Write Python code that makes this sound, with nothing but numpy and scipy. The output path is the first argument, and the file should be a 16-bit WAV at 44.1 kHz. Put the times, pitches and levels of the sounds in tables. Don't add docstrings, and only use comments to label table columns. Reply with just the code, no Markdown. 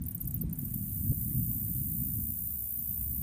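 import sys
import numpy as np
from scipy import signal
from scipy.fft import rfft, irfft, next_fast_len
from scipy.io import wavfile
from scipy.ndimage import uniform_filter1d

SR = 44100
rng = np.random.default_rng(int(sys.argv[2]) if len(sys.argv) > 2 else 0)


def field_ratio(decibels):
    return 10 ** (np.asarray(decibels, dtype=float) / 20)


def wrap_up_sound(samples):
    columns = np.atleast_2d(samples).T
    tamed = np.clip(columns, -1, 1)
    steps = np.round(tamed * 32767).astype(np.int16)
    wavfile.write(sys.argv[1], SR, steps)


N = 142002
T = np.arange(N) / SR

# [t/s, peak level/dB, length/s]
TICKS = [(.018, -35, .006), (.0615, -34, .008), (.0835, -28, .006), (.107, -33, .008), (.147, -26, .006),
         (.2025, -36, .007), (.210, -26, .007), (.252, -34, .006), (.273, -26, .007), (.307, -30, .006),
         (.342, -25, .006), (.359, -34, .008), (.411, -28, .009), (.494, -54, .006), (.528, -29, .007),
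         (.587, -28, .008), (.649, -27, .007), (.738, -25, .008)]
# [t/s, peak level/dB, share of the deep colour]
FLICKS = [(0.037, -42, 0.14), (0.0534, -42.5, 0.16), (0.116, -42.5, 0.17), (0.179, -41, 0.15),
          (0.2267, -45, 0.33), (0.2428, -42, 0.3), (0.282, -46, 0.56), (0.31, -43, 0.49), (0.335, -48, 0.6),
          (0.3773, -43.5, 0.15), (0.3904, -46, 0.27), (0.496, -42, 0.1), (0.5104, -49, 0.24),
          (0.5556, -43, 0.15), (0.6164, -45, 0.38), (0.7028, -44, 0.25)]
# [f/Hz, level/dB per Hz]
EARLY = [(4000, -68), (7000, -40), (9500, -15), (11500, -16), (13000, -7.5), (14500, 0.5), (16500, -7)]
# [f/Hz, level/dB per Hz]
LATE = [(4000, -45), (7000, -26.5), (9500, -23), (11500, -1.5), (13000, 2), (14500, 0), (16500, -7)]
# [f/Hz, level/dB per Hz]
OPENING = [(4000, -45.5), (6000, -19.5), (7000, -9.5), (8300, -3), (9700, 0.5), (11000, 0), (13000, -6),
           (16500, -28)]
# [f/Hz, level/dB per Hz]
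FLICK_HIGH = [(4000, -41), (6500, -27), (7600, -13), (8300, -5), (9700, 3), (10800, -6), (12000, -18),
              (15500, -9)]
# [f/Hz, level/dB per Hz]
FLICK_DEEP = [(4000, -33), (5800, -21), (6600, -9), (7400, -8), (8500, -4.5), (10000, -12), (16500, -25)]
# [t/s, cycles]
NEAR_LEAD = [(.75, .3), (1.11, .42), (1.6, .58), (2.1, .58), (2.85, .67), (3.25, .56)]
# [t/s, cycles]
FAR_LEAD = [(.55, .2), (.98, 1.3), (1.38, 1.92), (1.79, 2.27), (2.06, 2.45), (2.34, 2.25), (2.74, 1.87),
            (3.25, 1.5)]
# [t/s, level/dB]
NEAR_EFFORT = [(.77, -46), (.82, -47), (1.0, -41), (1.5, -38), (2.3, -38.5), (3.2, -36.5)]
# [t/s, level/dB]
FAR_EFFORT = [(.545, -54), (.6, -44), (.7, -43), (.9, -40.5), (1.5, -40), (2.3, -40), (3.2, -43.5)]
NEAR_WING = (.2, .68, .99, .09)
FAR_WING = (.25, .63, .89, .16)
# [delay/s, level/dB]
MIRRORS = [(.0017, -19), (.0029, -18), (.0046, -19), (.0071, -20), (.0113, -21)]
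# [t/s, level/dB]
BREEZE = [(0.0, -33.5), (0.13, -41), (0.15, -40), (0.52, -32.5), (0.55, -37), (1.03, -36), (1.11, -29.5),
          (1.14, -35.5), (1.26, -37), (1.33, -32.5), (1.56, -36.5), (2.26, -37), (2.37, -44), (2.76, -48.5),
          (2.79, -41), (2.83, -44.5), (3.22, -39)]
# [f/Hz, level/dB per Hz]
RUMBLE = [(22, -39.5), (45, -0.5), (90, 1), (200, -2), (270, -10), (330, -21), (400, -37.5), (460, -46)]
# [t/s, f/Hz]
MOAN = [(0, 65), (.2, 113.6), (.45, 168.6), (1.0, 96.2), (1.35, 133.8), (1.55, 107), (2.0, 147.7),
        (2.25, 85), (2.8, 68.6), (3.2, 64.8)]
# [t/s, level/dB, f/Hz]
BUMPS = [
    (.436, -33, 270),
    (.630, -38, 210),
    (.918, -52, 260),
    (1.096, -22, 110),
    (1.112, -23, 130),
    (1.121, -33, 290),
    (1.125, -52, 400),
]
# [f/Hz, level/dB per Hz]
HUSH = [(430, -10), (520, -1), (640, 1), (1200, -4.5), (1600, -4), (5000, -9.5), (6500, -29)]
# [f/Hz, level/dB per Hz]
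HAZE = [(250, -2), (450, -1), (700, -8), (1200, -15), (2500, -22)]
# [t/s, level/dB]
HAZE_LEVEL = [(0, -67.5), (.4, -70), (.48, -64.5), (.7, -72), (1.0, -88.5), (2.3, -86), (2.6, -76.5),
              (3.2, -74.5)]
# [f/Hz, level/dB per Hz]
HISS = [(4500, -8), (5500, 0), (7000, -2), (9000, -4), (12000, -6), (16000, -5)]

TICK_RISE_S, TICK_FALL_S, TICK_SAG_S = .0007, .0013, .004
TICK_DB, TICK_LATE_DB = -6, -4.0
FLICK_RISE_S, FLICK_HOLD_S, FLICK_FALL_S, FLICK_LEAD_S, FLICK_DB = .005, .005, .002, .0022, -5
NEAR_RATE_HZ, FAR_RATE_HZ = 59.4, 73.3
NEAR_OPEN_DB, FAR_OPEN_DB, LATE_DB, BUZZ_DB = -15, -10, -9, 5.0
SWELL, CUT = .36, .04
STROKE_SPREAD_DB, TEETH_PER_S, TOOTH_SPREAD_DB = .7, 20000, .8
REEDS_T60_S, REEDS_GAP_S = .14, .002
TICK_SCATTER_DB, FLICK_SCATTER_DB, NEAR_SCATTER_DB, FAR_SCATTER_DB = -11, -8, -3.5, .5
PIP_S, PIP_LENGTH_S, PIP_FROM_HZ, PIP_TO_HZ, PIP_DB = .446, .05, 8650, 9350, -64.5
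LUMP_DB, LUMP_S, BRIGHT = 1.3, .02, .2
MOAN_DB, MOAN_WIDTH_HZ, BUMP_TURNS = -3.5, 22, 1.3
HUSH_DB, HUSH_PATCH_DB, HISS_DB = -71.5, 1.8, -77
NOTCH_HZ, NOTCH_WIDTH_HZ, NOTCH_DB = 10380, 130, -7
DIP_HZ, DIP_WIDTH_HZ, DIP_DB = 4870, 110, -3.5
EDGE_HZ, EDGE_SLOPE_HZ = 15270, 190


def ticks():
    early, late = np.zeros(N), np.zeros(N)
    for s, db, hold in TICKS:
        early += field_ratio(db + TICK_DB) * stroke(T - s, TICK_RISE_S, hold - .001, TICK_FALL_S)
        late += field_ratio(db + TICK_DB + TICK_LATE_DB) * stroke(T - s, TICK_SAG_S, hold, TICK_FALL_S)
    high, deep = np.zeros(N), np.zeros(N)
    for s, db, share in FLICKS:
        flick = stroke(T - s + FLICK_LEAD_S, FLICK_RISE_S, FLICK_HOLD_S, FLICK_FALL_S)
        flick = field_ratio(db + FLICK_DB) * flick
        high += np.sqrt(1 - share) * flick
        deep += np.sqrt(share) * flick
    closing = scraped(early, EARLY, TICK_SCATTER_DB) + scraped(late, LATE, TICK_SCATTER_DB)
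    opening = scraped(high, FLICK_HIGH, FLICK_SCATTER_DB) + scraped(deep, FLICK_DEEP, FLICK_SCATTER_DB)
    return closing + opening


def buzz(rate, lead, effort, wing, open_db, scatter_db):
    start, end, centre, length = wing
    turns = rate * T + curve(lead)
    place = turns % 1
    strength = rng.standard_normal(300)
    level = field_ratio(curve(effort) + BUZZ_DB) * (T > effort[0][0])
    closing = level * field_ratio(STROKE_SPREAD_DB * strength[turns.astype(int)])
    early = closing * stroke(place - start, SWELL, end - start - CUT, CUT)
    late = field_ratio(LATE_DB) * closing * stroke(place - start, end - start, end - start + CUT, CUT)
    off = (place - centre + .5) % 1 - .5
    opening = level * field_ratio(open_db) * np.exp(-(2 * off / length) ** 2)
    closing_sound = scraped(early, EARLY, scatter_db) + scraped(late, LATE, scatter_db)
    return closing_sound + scraped(opening, OPENING, scatter_db)


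def stroke(t, rise, hold, fall):
    return np.sin(np.pi / 2 * np.clip(t / rise, 0, 1)) ** 2 * np.exp(-np.maximum(t - hold, 0) / fall)


def teeth():
    hit = rng.random(N) < TEETH_PER_S / SR
    size = np.minimum(rng.exponential(1, N), 5)
    return hit * field_ratio(TOOTH_SPREAD_DB * size) * np.sign(rng.standard_normal(N))


def scraped(level, colour, scatter_db):
    keep = np.exp(-6 * np.log(10) / (REEDS_T60_S * SR))
    energy = signal.lfilter([1 - keep], [1, -keep], level ** 2)
    late = np.interp(T - REEDS_GAP_S, T, energy)
    direct = level * coloured(teeth(), colour)
    return direct + field_ratio(scatter_db) * np.sqrt(late) * coloured(rng.standard_normal(N), colour)


def mirrored(x):
    return x + sum(field_ratio(db) * np.pad(x, (int(s * SR), 0))[:N] for s, db in MIRRORS)


def pip():
    u = np.clip((T - PIP_S) / PIP_LENGTH_S, 0, 1)
    fuzz = evened(uniform_filter1d(rng.standard_normal(N), 60))
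    turns = np.cumsum(PIP_FROM_HZ + (PIP_TO_HZ - PIP_FROM_HZ) * u) / SR
    swell = np.sin(np.pi * u) ** 0.3 * (u < 1)
    return field_ratio(PIP_DB) * swell * (0.47 + fuzz) * np.sin(2 * np.pi * turns)


def breeze():
    level = curve(BREEZE)
    air = coloured(rng.standard_normal(N), RUMBLE)
    low = signal.sosfiltfilt(signal.butter(2, 110, fs=SR, output="sos"), air)
    air = low + (air - low) * field_ratio(BRIGHT * (level - level.mean()))
    air = evened(air) + field_ratio(MOAN_DB) * moan()
    width = max(int(LUMP_S * SR), 9)
    lumps = evened(uniform_filter1d(uniform_filter1d(rng.standard_normal(N), width), width))
    return evened(air * field_ratio(LUMP_DB * lumps)) * field_ratio(level) - bumps()


def moan():
    turn = np.exp(2j * np.pi * np.cumsum(curve(MOAN)) / SR)
    keep = np.exp(-np.pi * MOAN_WIDTH_HZ / SR)
    tone = rng.standard_normal(N) / turn
    for _ in range(2):
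        tone = signal.lfilter([1], [1, -keep], tone)
    return evened((turn * tone).real)


def bumps():
    out = np.zeros(N)
    for s, db, hz in BUMPS:
        u = np.clip((T - s) * hz / BUMP_TURNS, 0, 1)
        out += field_ratio(db) * np.sin(np.pi * u) ** 2 * np.sin(2 * np.pi * hz * (T - s))
    return out


def hush():
    z = signal.stft(coloured(rng.standard_normal(N), HUSH), SR, nperseg=512)[2]
    patch = uniform_filter1d(rng.standard_normal(z.shape), 8, 0)
    patch = evened(uniform_filter1d(patch, 6, 1))
    sound = signal.istft(z * field_ratio(HUSH_PATCH_DB * patch), SR, nperseg=512)[1][:N]
    return field_ratio(HUSH_DB) * evened(sound)


def haze():
    murmur = field_ratio(curve(HAZE_LEVEL)) * coloured(rng.standard_normal(N), HAZE)
    return murmur + field_ratio(HISS_DB) * coloured(rng.standard_normal(N), HISS)


def evened(x):
    return x / np.sqrt(np.mean(x ** 2) + 1e-20)


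def curve(points):
    t, value = np.transpose(points)
    return np.interp(T, t, value)


def coloured(x, points):
    size = next_fast_len(N + 8192)
    hz = np.fft.rfftfreq(size, 1 / SR)
    f, db = np.transpose(points)
    shape_db = np.interp(np.log(hz + 1), np.log(f + 1), db, left=db[0] - 20, right=db[-1] - 20)
    return evened(irfft(rfft(x, size) * field_ratio(shape_db), size)[:N])


def scene():
    near = buzz(NEAR_RATE_HZ, NEAR_LEAD, NEAR_EFFORT, NEAR_WING, NEAR_OPEN_DB, NEAR_SCATTER_DB)
    far = buzz(FAR_RATE_HZ, FAR_LEAD, FAR_EFFORT, FAR_WING, FAR_OPEN_DB, FAR_SCATTER_DB)
    insects = mirrored(ticks() + near + far)
    return (insects + pip() + breeze() + hush() + haze())[None]


def top_cut(x):
    return signal.sosfilt(signal.butter(12, 16500, fs=SR, output="sos"), x)


def record(dry):
    size = next_fast_len(N + 8192)
    hz = np.fft.rfftfreq(size, 1 / SR)
    notch = NOTCH_DB * np.exp(-((hz - NOTCH_HZ) / NOTCH_WIDTH_HZ) ** 2)
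    dip = DIP_DB * np.exp(-((hz - DIP_HZ) / DIP_WIDTH_HZ) ** 2)
    edge = -76 * np.clip((hz - EDGE_HZ) / EDGE_SLOPE_HZ, 0, 1)
    mix = irfft(rfft(dry, size) * field_ratio(notch + dip + edge), size)[:, :N]
    return top_cut(mix)


dry = scene()
out = record(dry)
wrap_up_sound(out)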